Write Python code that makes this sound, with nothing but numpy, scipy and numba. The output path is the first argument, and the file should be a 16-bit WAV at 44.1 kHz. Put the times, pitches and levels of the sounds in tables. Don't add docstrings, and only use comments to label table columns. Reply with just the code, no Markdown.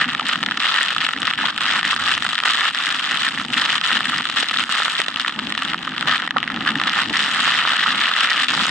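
import sys
import numpy as np
from scipy import signal
from scipy.fft import rfft, irfft, next_fast_len
from scipy.io import wavfile
from scipy.ndimage import uniform_filter1d, minimum_filter1d
from numba import njit

SR = 44100
rng = np.random.default_rng(int(sys.argv[2]) if len(sys.argv) > 2 else 0)


def store_wav(level_fs):
    pcm = np.round(np.clip(np.atleast_2d(level_fs), -1, 1) * 32767)
    wavfile.write(sys.argv[1], SR, pcm.T.astype(np.int16))


N = 383669
RING_SAMPLES, ATTACK_SAMPLES = 1024, 160

# (time [s], pitch [Hz], level [dB])
DRONE_TRACK = [(1.8, 76, -78), (1.93, 80, -55), (2.06, 89, -46), (2.2, 86, -49), (2.35, 78, -68),
               (3.15, 60, -78), (3.4, 62, -64), (3.75, 67, -62), (4.2, 64, -62), (4.45, 63, -80)]
# (time [s], firing rate [Hz])
FIRING_RATE = [(0, 49.71), (3.5, 51.03), (4, 52.9), (5.5, 53.66), (6.2, 52.48), (6.7, 54.1), (8.7, 50.43)]
# (frequency [Hz], relative density [dB])
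WIND_SPECTRUM = [(20, -24), (60, -18), (100, -13.5), (160, -0.5), (200, -0.5), (255, 3.5), (315, -3),
                 (370, -15.5), (650, -18.5), (800, -8), (1300, -20), (3300, -32), (5500, -37.5),
                 (11000, -58)]
# (time [s], level [dB])
AIRFLOW_FLOOR = [(0, -39), (.75, -46), (1.602, -41), (2.25, -41), (2.45, -46.5), (3.3, -43.5), (4.4, -42),
                 (4.92, -49), (5.3, -41), (7.3, -38.5), (8.101, -46.5), (8.7, -39)]
# (start [s], length [s], level [dB])
WIND_GUSTS = [(.03, 0.077, -37), (.2, 0.056, -36.5), (.34, 0.25, -36.5), (.94, 0.13, -39),
              (1.15, 0.092, -35), (1.35, 0.13, -39), (3.33, .28, -35.5), (3.68, .06, -41),
              (3.91, .31, -36.5), (4.53, .11, -37.5), (5.35, .17, -34.5), (5.63, 0.51, -36),
              (6.34, 0.19, -35), (6.5, 0.36, -32.5), (7.05, 0.068, -30), (7.87, 0.13, -36.5),
              (8.49, 0.14, -35)]
# (frequency [Hz], width [Hz], relative level [dB], left minus right [dB], left lead [rad])
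CASE_MODES = [(782, 60, -18.5, -11, -0.2), (1002, 620, -18, 11, -0.75), (1276, 230, 1, 1, 0),
              (1355, 607, .5, -3.5, 0.17), (1819, 507, 4, 0, 0.23), (2660, 1330, -7, -2, 0.2),
              (2914, 855, -1.5, 2.5, 0.06), (3313, 1410, -9, 10.5, -0.7), (3490, 900, -3.5, 2, 2),
              (3950, 1420, -9.5, -1, 2.5), (4990, 1400, -17.5, -4.5, 0.5), (6670, 1830, -24.5, -3, -1),
              (7750, 2000, -22.5, 1, -1.3), (10400, 300, -34.5, -2, -1)]
# (time [s], pitch [Hz], relative level [dB], width [Hz], right lead [rad])
WATER_SLUGS = [(.219, 872, -15.5, 250, 0.3), (1.441, 916, -7.5, 259.6, 1.2), (2.246, 1333, -14, 111.1, 0),
               (2.436, 650, -11, 704, 3), (3.812, 600, -21, 594.5, 2.5), (4.430, 484, -12, 601.5, 0.8),
               (4.997, 482, -9, 601, -1.6), (5.001, 624, -11, 800, 7), (5.083, 660, -6, 700, 2.2),
               (5.875, 880, -21.5, 300, 4), (6.363, 880, -2, 650, 1.6), (6.367, 1230, -0.5, 330, 0),
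               (6.373, 1170, -9, 169.4, -1)]
# (time [s], relative level [dB])
SPRAY_FLOOR = [(0, -31), (1.55, -30), (2.38, -34), (2.75, -29), (3.35, -30), (4.3, -29), (5.8, -33),
               (6.05, -31), (6.33, -39), (6.5, -30), (8.7, -30)]
# (start [s], length [s], relative level [dB])
SPRAY_SHEETS = [(0, .03, -19), (0.076, .04, -26), (.26, .075, -23), (0.599, .25, -17), (.85, .08, -22),
                (1.004, .045, -20.5), (1.256, .04, -22), (1.376, .12, -20.5), (1.602, .19, -20),
                (1.84, .09, -20.5), (1.989, .16, -21.5), (2.211, .12, -28), (2.45, .24, -20),
                (2.76, .37, -22.5), (3.141, .14, -21), (3.37, 0.094, -28), (3.52, .26, -21),
                (3.828, .15, -21), (4.041, .17, -21.5), (4.36, .07, -19.5), (4.53, .09, -21),
                (4.691, .31, -21), (5, .04, -27), (5.168, 0.12, -25), (5.402, .11, -28), (5.58, .14, -27),
                (6.07, .1, -18.5), (6.17, .08, -25), (6.66, .05, -23.5), (6.86, .16, -20),
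                (7.129, .17, -20.5), (7.3, 1.133, -18.5), (8.479, .22, -20.5)]
# (time [s], relative treble [dB])
SPRAY_FINENESS = [(0, -18), (.35, -9), (.6, -11), (1.05, -10), (1.4, -12.5), (2.2, -6.5), (2.75, -8.5),
                  (3.45, -6), (4.05, -10), (4.4, -6.5), (4.9, -5.5), (5.8, -13.5), (6.2, -14.5),
                  (6.35, -22), (6.8, -15), (7.25, -4.5), (7.65, -13), (8.3, -12), (8.7, 0)]
# (time [s], relative level [dB], nominal ring centre [Hz])
HEAVY_DROPS = [(0.043, -15, 1870), (0.149, -15, 2220), (0.196, -15, 1690), (0.332, -14, 1770),
               (0.357, -17, 2330), (0.429, -14, 2570), (0.436, -14, 1750), (0.462, -16, 2450),
               (0.487, -18, 1940), (0.511, -15, 1740), (0.519, -16, 1610), (0.573, -15, 2920),
               (0.602, -13, 2160), (0.964, -15, 1870), (0.982, -15, 2370), (1.047, -16, 2880),
               (1.066, -15, 2240), (1.088, -15, 1610), (1.134, -17, 1780), (1.23, -14, 2040),
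               (1.254, -15, 2580), (1.277, -14, 1930), (1.31, -16, 1920), (1.336, -15, 2400),
               (1.578, -15, 2470), (1.83, -16, 2040), (1.963, -16, 2540), (2.178, -15, 2600),
               (2.223, -16, 2670), (2.25, -15, 1350), (2.265, -15, 2610), (2.29, -18, 2650),
               (2.331, -14, 2370), (2.354, -16, 2410), (2.38, -13, 2230), (2.389, -16, 2430),
               (2.402, -14, 2050), (2.436, -12, 2220), (2.748, -15, 2570), (2.904, -14, 2370),
               (3.813, -16, 2480), (4.006, -15, 1790), (4.254, -15, 2850), (4.299, -16, 2550),
               (4.511, -17, 1890), (4.638, -15, 2840), (5.001, -12, 2080), (5.017, -15, 2860),
               (5.083, -13, 2450), (5.16, -17, 2440), (5.198, -15, 2770), (5.281, -16, 2850),
               (5.391, -17, 2000), (5.523, -14, 2690), (5.551, -21, 1800), (5.577, -16, 2330),
               (5.622, -16, 1980), (5.734, -16, 1660), (5.744, -15, 1780), (5.876, -18, 1430),
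               (5.98, -16, 1850), (6.026, -16, 1800), (6.276, -17, 2050), (6.308, -15, 2050),
               (6.368, -11, 1330), (6.383, -14, 1920), (6.429, -15, 2100), (6.477, -17, 2130),
               (6.501, -19, 1750), (6.678, -13, 1770), (6.755, -17, 2880), (6.815, -14, 1720),
               (6.837, -16, 2470), (6.989, -11, 1570)]


def undb(db):
    return 10 ** (np.asarray(db) / 20)


def unit(x):
    return x / np.sqrt(np.mean(x ** 2))


def left_right(difference):
    return np.array([[.5], [-.5]]) * difference


def curves(table):
    times_s, *columns = np.transpose(table)
    return [np.interp(np.arange(N) / SR, times_s, column) for column in columns]


def walk(rate_hz):
    hold = int(SR / rate_hz)
    steps = np.repeat(rng.standard_normal(N // hold + 1), hold)
    return 1.3 * uniform_filter1d(uniform_filter1d(steps, hold), hold)[:N]


def noise(spectrum):
    hz, db = np.transpose(spectrum)
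    size = next_fast_len(N)
    bins_hz = np.arange(size // 2 + 1) * SR / size
    gain = undb(np.interp(np.log(bins_hz + 1), np.log(hz), db))
    return unit(irfft(rfft(rng.standard_normal(size)) * gain, size)[:N])


def swells_db(bursts, floor, attack_s, release_s):
    t = np.arange(N) / SR
    gain = undb(curves(floor)[0])
    for start_s, length_s, db in bursts:
        onset = np.clip((t - start_s) / attack_s + .5, 0, 1)
        fade = np.exp(-np.clip((t - start_s - length_s) / release_s, 0, 20))
        gain = np.maximum(gain, undb(db) * onset * fade)
    return 20 * np.log10(gain)


@njit
def peak_envelope(peaks, decay):
    out, held = np.empty(len(peaks)), 0.
    for i in range(len(peaks)):
        held = max(peaks[i], held * decay)
        out[i] = held
    return out


def drone(octave_db=-9, waver_db=2.5, waver_hz=27.5):
    hz, db = curves(DRONE_TRACK)
    phase = 2 * np.pi * np.cumsum(hz) / SR
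    tone = np.sin(phase) + undb(octave_db) * np.sin(2 * phase)
    return tone * undb(db + waver_db * walk(waver_hz))


def engine(gust_db, gain_db=-7, body_hz=240, width_hz=170, scatter_db=3, wobble=.012):
    firing_hz = curves(FIRING_RATE)[0] * (1 + wobble * walk(25))
    cycles = np.cumsum(firing_hz) / SR
    firings = np.diff(np.floor(cycles), prepend=0) * undb(scatter_db * rng.standard_normal(N))
    b, a = signal.iirpeak(body_hz, body_hz / width_hz, fs=SR)
    boom = signal.lfilter(b, a, signal.lfilter(b, a, firings))
    return unit(boom) * undb(gust_db + gain_db)


def wind(gust_db, flutter_db=2.5, flutter_hz=70, side_db=-15):
    mid = noise(WIND_SPECTRUM)
    side = undb(side_db) * noise(WIND_SPECTRUM)
    return np.array([mid + side, mid - side]) * undb(gust_db + flutter_db * walk(flutter_hz))


def ring_at_ports(hz, width_hz, left_lead_rad):
    t = np.arange(RING_SAMPLES) / SR
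    age = np.pi * width_hz * t
    return age * np.exp(1 - age) * np.sin(2 * np.pi * hz * t + left_right(left_lead_rad))


def slugs(gain_db=-4, right_bias_db=3):
    out = np.zeros((2, N))
    for time_s, hz, db, width_hz, right_lead_rad in WATER_SLUGS:
        start = int(time_s * SR)
        plop = ring_at_ports(hz, width_hz, -right_lead_rad)
        out[:, start:start + RING_SAMPLES] += undb(db + gain_db) * plop
    return out * undb(left_right(-right_bias_db))


def case_rings():
    return np.array([width_hz / SR * undb(db + left_right(pan_db)) * ring_at_ports(hz, width_hz, lead_rad)
                     for hz, width_hz, db, pan_db, lead_rad in CASE_MODES])


def strike(tilt_db_per_oct, treble_db_per_oct, place_db, port_scatter):
    hz = np.array(CASE_MODES)[:, 0]
    octaves = np.clip(np.log2(hz / 2000), -1.3, .8)
    top_octaves = np.clip(np.log2(hz / 2400), 0, 1.5)
    chance = rng.standard_normal((len(tilt_db_per_oct), len(hz), 4))
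    place = np.sign(chance[..., :1]) * undb(place_db * chance[..., 1:2])
    ports = port_scatter * 2 ** octaves[:, None] * chance[..., 2:]
    colour_db = np.outer(tilt_db_per_oct, octaves) + np.outer(treble_db_per_oct, top_octaves)
    return (place + ports) * undb(colour_db)[..., None]


def spray(rings, spray_db, treble_db, base_per_s=1600, mist_per_s=1300, clump_db=2, gain_db=1.5):
    excess_db = spray_db - np.median(spray_db)
    rate_per_s = mist_per_s + base_per_s * undb(.8 * excess_db + clump_db * walk(90))
    hits = np.flatnonzero(rng.random(N) < rate_per_s / SR)
    size_db = np.minimum(5.5 * rng.standard_exponential(N), 19)
    size = undb(size_db[hits])
    tilt_db_per_oct = 5 * rng.standard_normal(N)[hits]
    weights = strike(tilt_db_per_oct, .56 * treble_db[hits], place_db=7, port_scatter=.55)
    mode_energy = np.sum(rings ** 2, axis=(1, 2))
    energy = np.zeros(N)
    energy[hits] = size ** 2 * (np.mean(weights ** 2, axis=2) @ mode_energy)
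    size /= np.sqrt(uniform_filter1d(energy, size=1800)[hits])
    out = np.zeros((2, N))
    for mode, ring in enumerate(rings):
        blows = np.zeros((2, N))
        blows[:, hits] = weights[:, mode].T * size
        out += signal.oaconvolve(blows, ring, axes=1)[:, :N]
    return unit(out) * undb(spray_db + gain_db)


def stray_drops(spray_db, base_per_s=24, base_db=-20, spread_db=2.5, centre_hz=2400, spread_oct=.22):
    excess_db = spray_db - np.median(spray_db)
    rate_per_s = base_per_s * undb(.45 * excess_db)
    hits = np.flatnonzero((rng.random(N) < rate_per_s / SR)[:-RING_SAMPLES])
    size, colour = rng.standard_normal((2, N))[:, hits]
    db = base_db + .52 * excess_db[hits] + spread_db * size
    return np.column_stack([hits / SR, db, centre_hz * 2 ** (spread_oct * colour)])


def big_drops(rings, drops, treble_db, gain_db=1, splash_db=-9, splash_delay_s=.0024):
    times_s, levels_db, centres_hz = drops.T
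    tilt_db_per_oct = 13 * np.log2(centres_hz / 2100)
    out = np.zeros((2, N + RING_SAMPLES))
    for mean_delay_s, blow_db in (0, gain_db), (splash_delay_s, gain_db + splash_db):
        delays_s = mean_delay_s * (.5 + rng.random(len(drops)))
        starts = ((times_s + delays_s) * SR).astype(int)
        weights = strike(tilt_db_per_oct, .35 * treble_db[starts] - 2.5, place_db=4, port_scatter=.26)
        for start, weight, db in zip(starts, weights, levels_db):
            ring = np.einsum("mp,mpt->pt", weight, rings)
            ring /= ring[:, :ATTACK_SAMPLES].std()
            out[:, start:start + RING_SAMPLES] += undb(db + blow_db) * ring
    return out[:, :N]


def scene(surge_db=1.66, surge_hz=20):
    spray_db = swells_db(SPRAY_SHEETS, SPRAY_FLOOR, attack_s=.012, release_s=.02)
    spray_db += surge_db * walk(surge_hz)
    gust_db = swells_db(WIND_GUSTS, AIRFLOW_FLOOR, attack_s=.046, release_s=.022)
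    treble_db, = curves(SPRAY_FINENESS)
    treble_db -= np.mean(treble_db)
    rings = case_rings()
    drops = np.vstack([HEAVY_DROPS, stray_drops(spray_db)])
    rain = spray(rings, spray_db, treble_db) + big_drops(rings, drops, treble_db) + slugs()
    rain = signal.sosfilt(signal.butter(1, 240, "high", fs=SR, output="sos"), rain)
    return rain + wind(gust_db) + engine(gust_db) + drone()


def record(dry, ceiling_db=-3, release_s=.025, window_samples=31, cutoff_hz=11200):
    envelope = peak_envelope(np.abs(dry).max(axis=0), np.exp(-1 / (release_s * SR)))
    gain = np.minimum(1, undb(ceiling_db) / (envelope + 1e-9))
    gain = uniform_filter1d(minimum_filter1d(gain, window_samples), window_samples)
    return signal.sosfilt(signal.ellip(8, .2, 70, cutoff_hz, fs=SR, output="sos"), dry * gain)


dry = scene()
out = record(dry)
store_wav(out)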